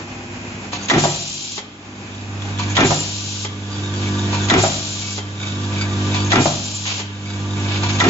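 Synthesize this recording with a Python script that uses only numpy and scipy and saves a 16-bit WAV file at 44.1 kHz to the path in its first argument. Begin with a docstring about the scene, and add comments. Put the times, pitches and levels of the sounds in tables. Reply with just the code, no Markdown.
"""Crimping press in a workshop

The microphone moves up close to the humming motor of a terminal press, the shop murmuring behind.
Five times a wire is slid in, the clutch clacks, the ram rumbles down and crimps, and the crank bangs
on its stop; an air jet hisses after it. Gain control ducks each stroke: the hum sinks and swells back."""
import sys
import numpy as np
from scipy import signal
from scipy.fft import rfft, irfft, next_fast_len
from scipy.io import wavfile
from scipy.ndimage import uniform_filter1d, minimum_filter1d, map_coordinates

SR = 44100
rng = np.random.default_rng(int(sys.argv[2]) if len(sys.argv) > 2 else 0)


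def wav_record(signal):
    """Record a signal, one row per channel, as 16-bit PCM in the file named by sys.argv[1]."""
    frames = np.transpose(np.atleast_2d(signal))
    bounded = np.clip(frames, -1, 1)
    # unit amplitude maps onto the largest positive 16-bit level
    quanta = np.round(bounded * 32767).astype(np.int16)
    wavfile.write(sys.argv[1], SR, quanta)


N = 357033
T = np.arange(N) / SR
MAINS_HZ = 50

# press cycles, timed from the clutch: t/s, pawl/dB, bite/dB, crimp/dB, stop/dB, ram/dB, air jet/dB
STROKES = [(0.8986, 2, 0, -5.5, 0, -2, -16), (2.767, -2, -6.5, 0, -0.5, -1, -16),
           (4.499, 2, 0, 0.5, 0.5, 0.5, -15), (6.3182, -3, 0.5, 1, 1.5, 0, -14),
           (8.001, 0.5, -0.5, -2, -4.5, -4, -16.5)]
# modes of the clutch and of the crimping die: f/Hz, level/dB, t60/s
CLUTCH_MODES = [(705, -2, 0.055), (960, -7.5, 0.042), (1187, -9.5, 0.091), (1336, -2, 0.066),
                (1565, -11.5, 0.093)]
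DIE_MODES = [(814, 0.5, 0.048), (1227, -2.5, 0.069), (1312, -1.5, 0.088), (1390, -2, 0.18),
             (1453, -3, 0.049), (1590, -6.5, 0.17), (1797, 1, 0.1), (1997, -9.5, 0.097), (2264, -7, 0.094),
             (2432, -2, 0.17), (2803, -6.5, 0.17), (3330, -13, 0.079), (3500, -4.5, 0.1)]
# spectra of the blades closing and of a heavy steel blow: f/Hz, level/dB
SNAP_SPECTRUM = [(300, -20.5), (800, -1), (1500, 2.5), (2200, -0.5), (2700, -10), (3500, -1), (4200, -9),
                 (4800, -7.5), (7500, -12)]
CLUNK_SPECTRUM = [(100, -7), (350, -3), (480, -10.5), (660, 5.5), (950, -7.5), (1300, -9), (1900, -16.5),
                  (3500, -16), (7500, -17.5)]


def amp(db):
    return 10 ** (np.asarray(db) / 20)


def unit(x):
    return x / np.sqrt(np.mean(x ** 2) + 1e-20)


def along(points, hz):
    """Read (f/Hz, value) points on a log frequency axis."""
    f, v = np.transpose(points)
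    return np.interp(np.log(hz + 1), np.log(f + 1), v)


def wobble(rate):
    """A smooth random curve, rate knots a second."""
    return map_coordinates(rng.standard_normal(int(N * rate / SR) + 4), [T * rate])


def gate(length, rise, fall):
    """A one-second envelope that opens at 0 and closes after length seconds."""
    t = T[:SR]
    return (1 - np.exp(-t / rise)) * np.exp(-np.maximum(t - length, 0) / fall)


def add(track, s, sound):
    """Mix a sound in at time s."""
    part = track[:, round(s * SR):][:, :sound.shape[1]]
    part += sound[:, :part.shape[1]]


def spread(hz):
    """Angle between mid and side at the stereo microphone."""
    likeness = [(100, 0.98), (300, 1), (500, 0.68), (1000, 0.37), (1900, -0.35), (4000, 0.071),
                (5500, -0.086), (7300, 0.94)]  # f/Hz, left-right correlation
    return np.arccos(np.clip(along(likeness, hz), -1, 1)) / 2


def noise(gain, size):
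    """Stereo noise of rms 1, coloured by a gain of frequency."""
    m = next_fast_len(size)
    hz = np.fft.rfftfreq(m, 1 / SR)
    coloured = rfft(rng.standard_normal((2, m))) * gain(hz)
    mid, side = irfft(coloured * [np.cos(spread(hz)), np.sin(spread(hz))], m)[:, :size]
    return unit(np.array([mid + side, mid - side]))


def rush(spectrum, size=SR):
    """Stereo noise with a given spectral shape."""
    return noise(lambda hz: amp(along(spectrum, hz)), size)


def peak(hz, centre_hz, width_hz):
    """A resonance curve of height 1."""
    return 1 / (1 + (2 * (hz - centre_hz) / width_hz) ** 2)


def narrow(centre_hz, width_hz):
    """Stereo noise in one resonance."""
    return noise(lambda hz: peak(hz, centre_hz, width_hz), N)


def burst(spectrum, t60):
    """The dense, quickly dying part of a blow."""
    t = T[:SR]
    contact = 1 - np.exp(-t / .0007)
    return rush(spectrum) * amp(-60 * t / t60) * contact


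def ring(modes):
    """Struck modes, varying in strength from blow to blow and slightly shifted by the load."""
    t, out = T[:SR // 2], np.zeros((2, SR))
    for hz, db, t60 in modes:
        phase = 0.66 * rng.standard_normal() + spread(hz) * np.array([[1], [-1]])
        loaded_hz = hz * (1 + 0.0036 * rng.standard_normal())
        decay = amp(db + rng.normal(0, 1) - 60 * t / t60)
        out[:, :len(t)] += decay * np.sin(2 * np.pi * loaded_hz * t + phase)
    return out * (1 - np.exp(-T[:SR] / .0008))


def motor():
    """Magnetic hum at twice the mains, overtones and whirring bearings grow as the microphone nears."""
    approach = [(0, -20.5, -34), (.8, -17.5, -12), (1.95, -16.5, -11), (2.3, -7.5, -11.5), (2.7, -2, -4),
                (4.2, -0.5, 1), (8.1, 1, 0.55)]  # the walk up to the motor: t/s, hum/dB, overtones and whir/dB
    # the hum's overtones and its odd-order buzz: multiple of the mains, level/dB
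    overtone_orders = [(4, 0.5), (6, -3), (8, -13), (10, -16), (12, -26.5), (13, -23.5), (14, -17.5),
                       (18, -18), (20, -16), (22, -25), (34, -24)]
    buzz_orders = [(1, -15.5), (3, -9), (5, -6), (7, -7)]
    whine_bands = [(925, 55, -18), (1177, 33, -12.5), (1395, 20, -20.5), (1459, 31, -19), (1559, 31, -16),
                   (1684, 21, -17), (1885, 26, -21)]  # bearings: f/Hz, width/Hz, level/dB
    whir_spectrum = [(25, -24), (50, -11.5), (120, 8.5), (330, -0.5), (480, -3.5), (900, -5), (1350, -14),
                     (2000, -11.5), (2700, -4.5), (3700, -4.5), (4700, -10), (5600, -8.5), (7200, -9)]  # running noise: f/Hz, level/dB
    times, *levels = np.transpose(approach)
    near_db, bright_db = [np.interp(T, times, db) for db in levels]
    mains_phase = 2 * np.pi * MAINS_HZ * T + 0.019 * wobble(5)

    def stack(orders):
        return sum(np.sqrt(2) * amp(db + 0.96 * wobble(8.3) + 0.44 * wobble(48))
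                   * np.sin(k * mains_phase + rng.uniform(0, 2 * np.pi)) for k, db in orders)

    pull = np.sin(2 * mains_phase)
    hum = amp(-20.5 + near_db) * np.sqrt(2) * pull * amp([[-1.1], [1.1]])  # a little to the right
    # the buzz dies away after each stroke and builds up again
    lull = sum(np.exp(-((T - s - .65) / 0.29) ** 2) for s, *_ in STROKES)
    overtones = amp(-28.5 + bright_db) * (stack(overtone_orders) + amp(-11 * lull) * stack(buzz_orders))
    whine = sum(amp(db + wobble(22)) * narrow(hz, width) for hz, width, db in whine_bands)
    whir = rush(whir_spectrum, N) * (1 + 0.061 * pull) * amp(1.8 * wobble(9.7))
    return hum + overtones + amp(-26 + bright_db) * (amp(-1) * whir + whine + amp(-2.5) * loose_parts())


def loose_parts():
    """Four loose parts shaken by the hum tap near each crest, mostly lightly, in flurries."""
    tap_spectrum = [(400, -18.5), (900, -6.5), (1500, 4.5), (2000, -9.5), (2700, -7), (3700, 2),
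                    (4400, -10.5), (7500, -1.5)]  # a tap on the frame: f/Hz, level/dB
    part_modes = [(2245, 0, 0.14), (2400, -4, 0.1), (2580, -1, 0.058), (2670, -6.5, .06), (3380, 0.5, .035),
                  (3510, -0.5, .035), (3660, -1, 0.046), (3680, -2.5, .03), (3840, -2.5, 0.05),
                  (3800, -9, 0.055), (4700, -6, 0.099)]  # the parts ringing: f/Hz, level/dB, t60/s
    crests = np.arange(0, T[-1] - .01, 1 / (2 * MAINS_HZ))
    chatter = np.zeros((2, N))
    for modes in np.array_split(part_modes, 4):
        times = crests + .003 * rng.standard_normal(len(crests))
        at = np.clip(times * SR, 0, N - 1).astype(int)
        uneven_db = 6.5 * rng.uniform(-1.8, 1, len(at))
        flurry_db = 5.5 * wobble(14)[at]
        taps = np.zeros(N)
        taps[at] = amp(uneven_db + flurry_db) * rng.choice([-1, 1], len(at))
        tap = burst(tap_spectrum, t60=0.058) + amp(-3) * ring(modes)
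        chatter += unit(signal.fftconvolve(taps[None], tap[:, :SR // 8], axes=1)[:, :N])
    return unit(chatter)


def shop():
    """The murky din of the shop, with another machine singing and humming farther off."""
    din_spectrum = [(25, -25), (60, -7), (95, -8), (170, -7.5), (250, -5), (350, -9.5), (450, -14.5),
                    (800, -14.5), (1500, -17.5), (2000, -17), (2500, -16), (3700, -25.5), (5500, -26.5),
                    (7500, -25)]  # room tone: f/Hz, level/dB
    whine_bands = [(803, 14, -48.5), (2510, 160, -47)]  # the far machine's whine: f/Hz, width/Hz, level/dB
    hum_tones = [(248, -41.5), (350, -44)]  # its hum: f/Hz, level/dB
    din = amp(-31.5) * rush(din_spectrum, N) * amp(1.4 * wobble(20))
    whine = sum(amp(db) * narrow(hz, width) for hz, width, db in whine_bands)
    hum = sum(np.sqrt(2) * amp(db + 0.99 * wobble(3.1)) * np.sin(2 * np.pi * hz * T + .5 * wobble(3.7))
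              for hz, db in hum_tones)
    swell_db = np.interp(T, [0, 5.9], [0, 1])
    return din + whine + hum * amp(swell_db)


def scrape(length, fizz_db):
    """Metal or wire sliding with an uneven grip, with a bright fizz on top."""
    # spectra of the friction and of its fizz: f/Hz, level/dB
    scrape_spectrum = [(300, -15), (800, -1), (1800, -3.5), (2600, 4), (3800, 1.5), (5200, -4.5),
                       (7500, -21.5)]
    fizz_spectrum = [(2000, -34), (4500, -15.5), (5700, -5), (6600, 10.5), (7500, -5.5)]
    grip = amp(1.4 * wobble(110)[:SR]) * gate(length, rise=0.0017, fall=0.0038)
    return grip * (rush(scrape_spectrum) + amp(fizz_db) * rush(fizz_spectrum))


def knock(modes, t60, ring_db, rise):
    """A light, cushioned knock on a small steel part."""
    tick_spectrum = [(150, -8.5), (450, -2.5), (850, -3), (1500, -3.5), (2600, -4.5), (5000, -6.5),
                     (7500, -10.5)]  # the contact: f/Hz, level/dB
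    cushion = 1 - np.exp(-T[:SR] / rise)
    return (amp(1) * burst(tick_spectrum, t60) + amp(ring_db) * ring(modes)) * cushion


def handling():
    """The light sounds around the strokes: wires knock and slide, the pawl rubs, the air valve shuts."""
    knocks = [(.729, -17), (2.593, -16.5), (4.327, -16), (4.343, -16.5), (6.143, -16), (6.164, -21),
              (6.869, -20), (7.831, -14)]  # wire ends meet the wire stop, which trips the press: t/s, level/dB
    drags = [(3.99, 0.055, -33.5, -10), (5.72, 0.059, -30.5, -19.5), (5.959, 0.061, -38, -16),
             (6.852, 0.04, -13, -3.5), (6.889, 0.037, -13.5, -16), (6.92, 0.027, -21, -18),
             (6.952, 0.07, -20.5, -9), (7.679, 0.099, -24.5, -28), (7.887, 0.027, -22.5, -9)]  # the bundle dragged over the die: t/s, length/s, level/dB, relative fizz/dB
    # modes of the wire stop and of the air valve's block: f/Hz, level/dB, t60/s
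    wire_stop_modes = [(720, -0.5, 0.089), (936, 4, 0.1), (978, -2.5, 0.19), (1157, 0, 0.1),
                       (1516, -5.5, .12), (2380, -3.5, 0.23), (2630, -2, .12), (4080, -3.5, .08),
                       (4340, -2.5, .1)]
    valve_modes = [(415.5, -2, 0.17), (740, -4.5, 0.11), (866, -0.5, 0.097), (1170, -5, .1),
                   (2060, -4, 0.14), (3170, -2, 0.21), (3400, -6, .18), (4000, -15, .15)]
    out = np.zeros((2, N))
    for s, db in knocks:
        add(out, s, amp(db) * knock(wire_stop_modes, t60=0.061, ring_db=-7, rise=0.0031))
    for s, *_ in STROKES:
        add(out, s - .18, amp(-29.5) * scrape(length=0.053, fizz_db=-6.5))  # the wire rasps on its stop
        add(out, s - .075, amp(-41) * scrape(length=0.036, fizz_db=10))  # the terminal slides
        add(out, s - .016, amp(-23) * scrape(length=0.023, fizz_db=-6))  # the pawl rubs
        add(out, s + .678, amp(-12) * knock(valve_modes, t60=0.11, ring_db=-6, rise=0.0028))
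    for s, length, db, fizz_db in drags:
        add(out, s, amp(db) * scrape(length, fizz_db))
    return out


def clutch(out, s, pawl_db, bite_db):
    """The pawl snaps in with a bright chink and skips onto a ringing tooth, then the clutch bites."""
    # spectra of the pawl's chink and of the bite: f/Hz, level/dB
    chink_spectrum = [(300, -6.5), (1000, -1), (2200, 1), (2700, -8.5), (3200, -1), (4000, -1), (4500, -13),
                      (7500, -8.5)]
    clack_spectrum = [(200, -17), (500, -14), (1000, 1), (2000, -13.5), (3800, -15.5), (4800, -14.5),
                      (7500, -17.5)]
    # modes of the pawl and of the tooth: f/Hz, level/dB, t60/s
    pawl_modes = [(2360, -10.5, 0.065), (2920, -9, .02), (3130, -13, 0.025), (3280, -2.5, 0.021),
                  (3420, -2.5, 0.041), (3680, -3.5, 0.023), (3940, -3.5, 0.039), (4860, -14, .03),
                  (5650, -15.5, 0.049), (7030, -18, 0.042)]
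    tooth_modes = [(1788, -7, 0.05), (1943, 1, 0.056), (2014, -6.5, 0.078)]
    skip_s, bite_s = .0062, .0115
    for after, share_db in [(0, 0), (skip_s, -2.5)]:
        chink = amp(-1) * burst(chink_spectrum, t60=0.027) + amp(-9) * ring(pawl_modes)
        add(out, s + after, amp(pawl_db + share_db) * chink)
    add(out, s + skip_s, amp(bite_db - 2.5) * ring(tooth_modes))
    clack = amp(-4.5) * burst(clack_spectrum, t60=0.08) + amp(-4) * ring(CLUTCH_MODES)
    add(out, s + bite_s, amp(bite_db) * clack)


def ram(out, s, ram_db):
    """The ram grinds down its slide in jolts that thud in the frame and rattle the die."""
    grind_spectrum = [(25, -35), (50, -28.5), (100, 0), (270, 2), (390, 4.5), (480, -14.5), (720, -1.5),
                      (1050, -9.5), (1400, -14), (2200, -10), (3600, -16), (4600, -24), (6200, -24),
                      (7500, -30.5)]  # the slide: f/Hz, level/dB
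    jolts = [(.021, -7, -14), (.033, -22.5, -19), (.049, -7.5, -13.5), (.066, -2.5, -16.5),
             (.082, -2, -14.5), (.100, -11, -20)]  # jerks of the ram: t/s after the clutch, thud/dB, rattle/dB
    # modes of the ram's dead weight and of the frame: f/Hz, level/dB, t60/s
    weight_modes = [(151, -10.5, 0.066), (255, 0.5, .04), (354, -1, 0.049), (393, -6, 0.044)]
    frame_modes = [(61.6, -19, 0.05), (102, -4.5, 0.23), (149.4, 0.5, 0.7), (210, -3.5, 0.18),
                   (258, 3.5, 0.084), (350, -3, 0.2), (400, -6, 0.15), (699, -4.5, 0.086), (947, -4, 0.28)]
    grind = rush(grind_spectrum) * gate(length=0.076, rise=0.012, fall=0.02)
    add(out, s + .016, amp(ram_db - 7) * grind)
    for after, thud_db, rattle_db in jolts:
        boom = amp(thud_db) * (amp(-3.5) * ring(weight_modes) + amp(-11) * ring(frame_modes))
        rattle_gain = amp(rattle_db + rng.standard_normal())
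        rattle = amp(-2) * ring(DIE_MODES) + amp(-2.5) * burst(CLUNK_SPECTRUM, t60=0.037)
        rattle += amp(1) * burst(SNAP_SPECTRUM, t60=0.021)
        add(out, s + after + .0012 * rng.standard_normal(), amp(ram_db) * (boom + rattle_gain * rattle))


def crimp(out, s, crimp_db, ram_db):
    """The blades snap shut on the terminal, the load knocks back through the clutch, the ram lands."""
    bench_modes = [(62.6, -12.5, 0.11), (86.5, -14, .1), (101, 1.5, 0.44)]  # the bench under the press: f/Hz, level/dB, t60/s
    snap = amp(-3) * burst(SNAP_SPECTRUM, t60=0.042) + amp(-12) * ring(DIE_MODES)
    add(out, s + .0385, amp(crimp_db) * snap)
    add(out, s + .043, amp(ram_db - 13) * ring(CLUTCH_MODES))
    add(out, s + .083, amp(ram_db - 14) * ring(bench_modes))


def crank_stop(out, s, stop_db):
    """The crank hits its stop and rebounds once."""
    stop_modes = [(643.4, -2, 0.09), (681, -3.5, 0.06), (800, -5, 0.07), (953.7, -5, 0.15),
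                  (1293, -11, 0.096)]  # the stop ringing: f/Hz, level/dB, t60/s
    for after, share_db in [(0, 1), (.0105, -4)]:
        bang = amp(-2) * burst(CLUNK_SPECTRUM, t60=0.15) + amp(-7) * ring(stop_modes)
        add(out, s + .138 + after, amp(stop_db + share_db) * bang)


def press():
    """One turn of the crank for each stroke."""
    out = np.zeros((2, N))
    for s, pawl_db, bite_db, crimp_db, stop_db, ram_db, _ in STROKES:
        clutch(out, s, pawl_db, bite_db)
        ram(out, s, ram_db)
        crimp(out, s, crimp_db, ram_db)
        crank_stop(out, s, stop_db)
    return out


def air_jet():
    """The valve opens on the upstroke; the jet sputters and weakens as the hose pressure sags."""
    jet_spectrum = [(300, -15.5), (900, -14.5), (1800, -20), (2400, -2), (3200, 0.5), (4200, 1), (5200, 0),
                    (6400, -0.5), (7200, 3), (7800, -1)]  # escaping air: f/Hz, level/dB
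    nozzle = [(3170, 95, 3), (3740, 96, 2.5), (4070, 110, 4), (4690, 240, 1), (5420, 220, 2),
              (6070, 390, 3.5), (7200, 150, -4.5)]  # resonances of the nozzle and the gap it blows into: f/Hz, width/Hz, lift/dB

    def colour(hz):
        lift_db = sum(db * peak(hz, centre, width) for centre, width, db in nozzle)
        return amp(along(jet_spectrum, hz) + lift_db)

    out, t = np.zeros((2, N)), T[:SR]
    opening = 1 / (1 + np.exp(-(t - .04) / 0.0044))
    valve = opening * gate(length=0.6405, rise=.003, fall=0.018)
    pressure_db = 10 * np.exp(-t / 0.18)
    for s, *_, air_db in STROKES:
        spit = unit(narrow(7200, 600)[:, :SR] * amp(4 * wobble(45)[:SR]))
        jet = noise(colour, SR) + amp(-8 - 9.5 * t) * spit
        sputter = amp(0.68 * wobble(170)[:SR])
        add(out, s + .045, amp(air_db + pressure_db) * unit(jet * sputter) * valve)
    return out * amp([[.8], [-.8]])  # a little to the left


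def hall(x):
    """The workshop's reverberation, longest in the bass."""
    decay_times = [(100, 0.98), (700, 0.52), (3000, 0.85), (8000, 0.31)]  # the room's decay: f/Hz, t60/s
    hz, t, bands = signal.stft(noise(np.ones_like, SR), SR, nperseg=256)
    tail = signal.istft(bands * amp(-60 * t / along(decay_times, hz)[:, None]), SR, nperseg=256)[1]
    return signal.fftconvolve(x, tail / np.linalg.norm(tail[0]), axes=1)[:, :N]


def scene():
    """The press and its motor close by, the shop behind."""
    work = press() + handling()
    return work + amp(-7) * hall(work[:1]) + air_jet() + motor() + shop()


def gain_control(x, ceiling_db, hold_s, release_s):
    """Loud sound pulls the gain down at once; it is held, then creeps back."""
    power = uniform_filter1d(np.mean(x ** 2, axis=0), size=660)
    level_db = 10 * np.log10(np.abs(power) + 1e-12)
    gain_db = np.minimum(ceiling_db - level_db, 0)
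    span = int(hold_s * SR / 2) * 2 + 1
    held_cut_db = -minimum_filter1d(gain_db, span, origin=span // 2, mode="nearest")
    fade = np.exp(-T / release_s)
    return x * amp(-fade * np.maximum.accumulate(held_cut_db / fade))


def record(dry):
    """Behind the microphone: gain control, softly rounded peaks and a narrow band."""
    headroom, low_hz, top_hz = .92, 30, 7540
    ducked = gain_control(dry, ceiling_db=-11, hold_s=0.74, release_s=0.33)
    rounded = ducked / (1 + np.abs(ducked / headroom) ** 8) ** (1 / 8)
    m = next_fast_len(N + SR)
    hz = np.fft.rfftfreq(m, 1 / SR)
    band = hz ** 3 / (hz ** 3 + low_hz ** 3) / (1 + (hz / top_hz) ** 220)
    return irfft(rfft(rounded, m) * band, m)[:, :N]


dry = scene()
out = record(dry)
wav_record(out)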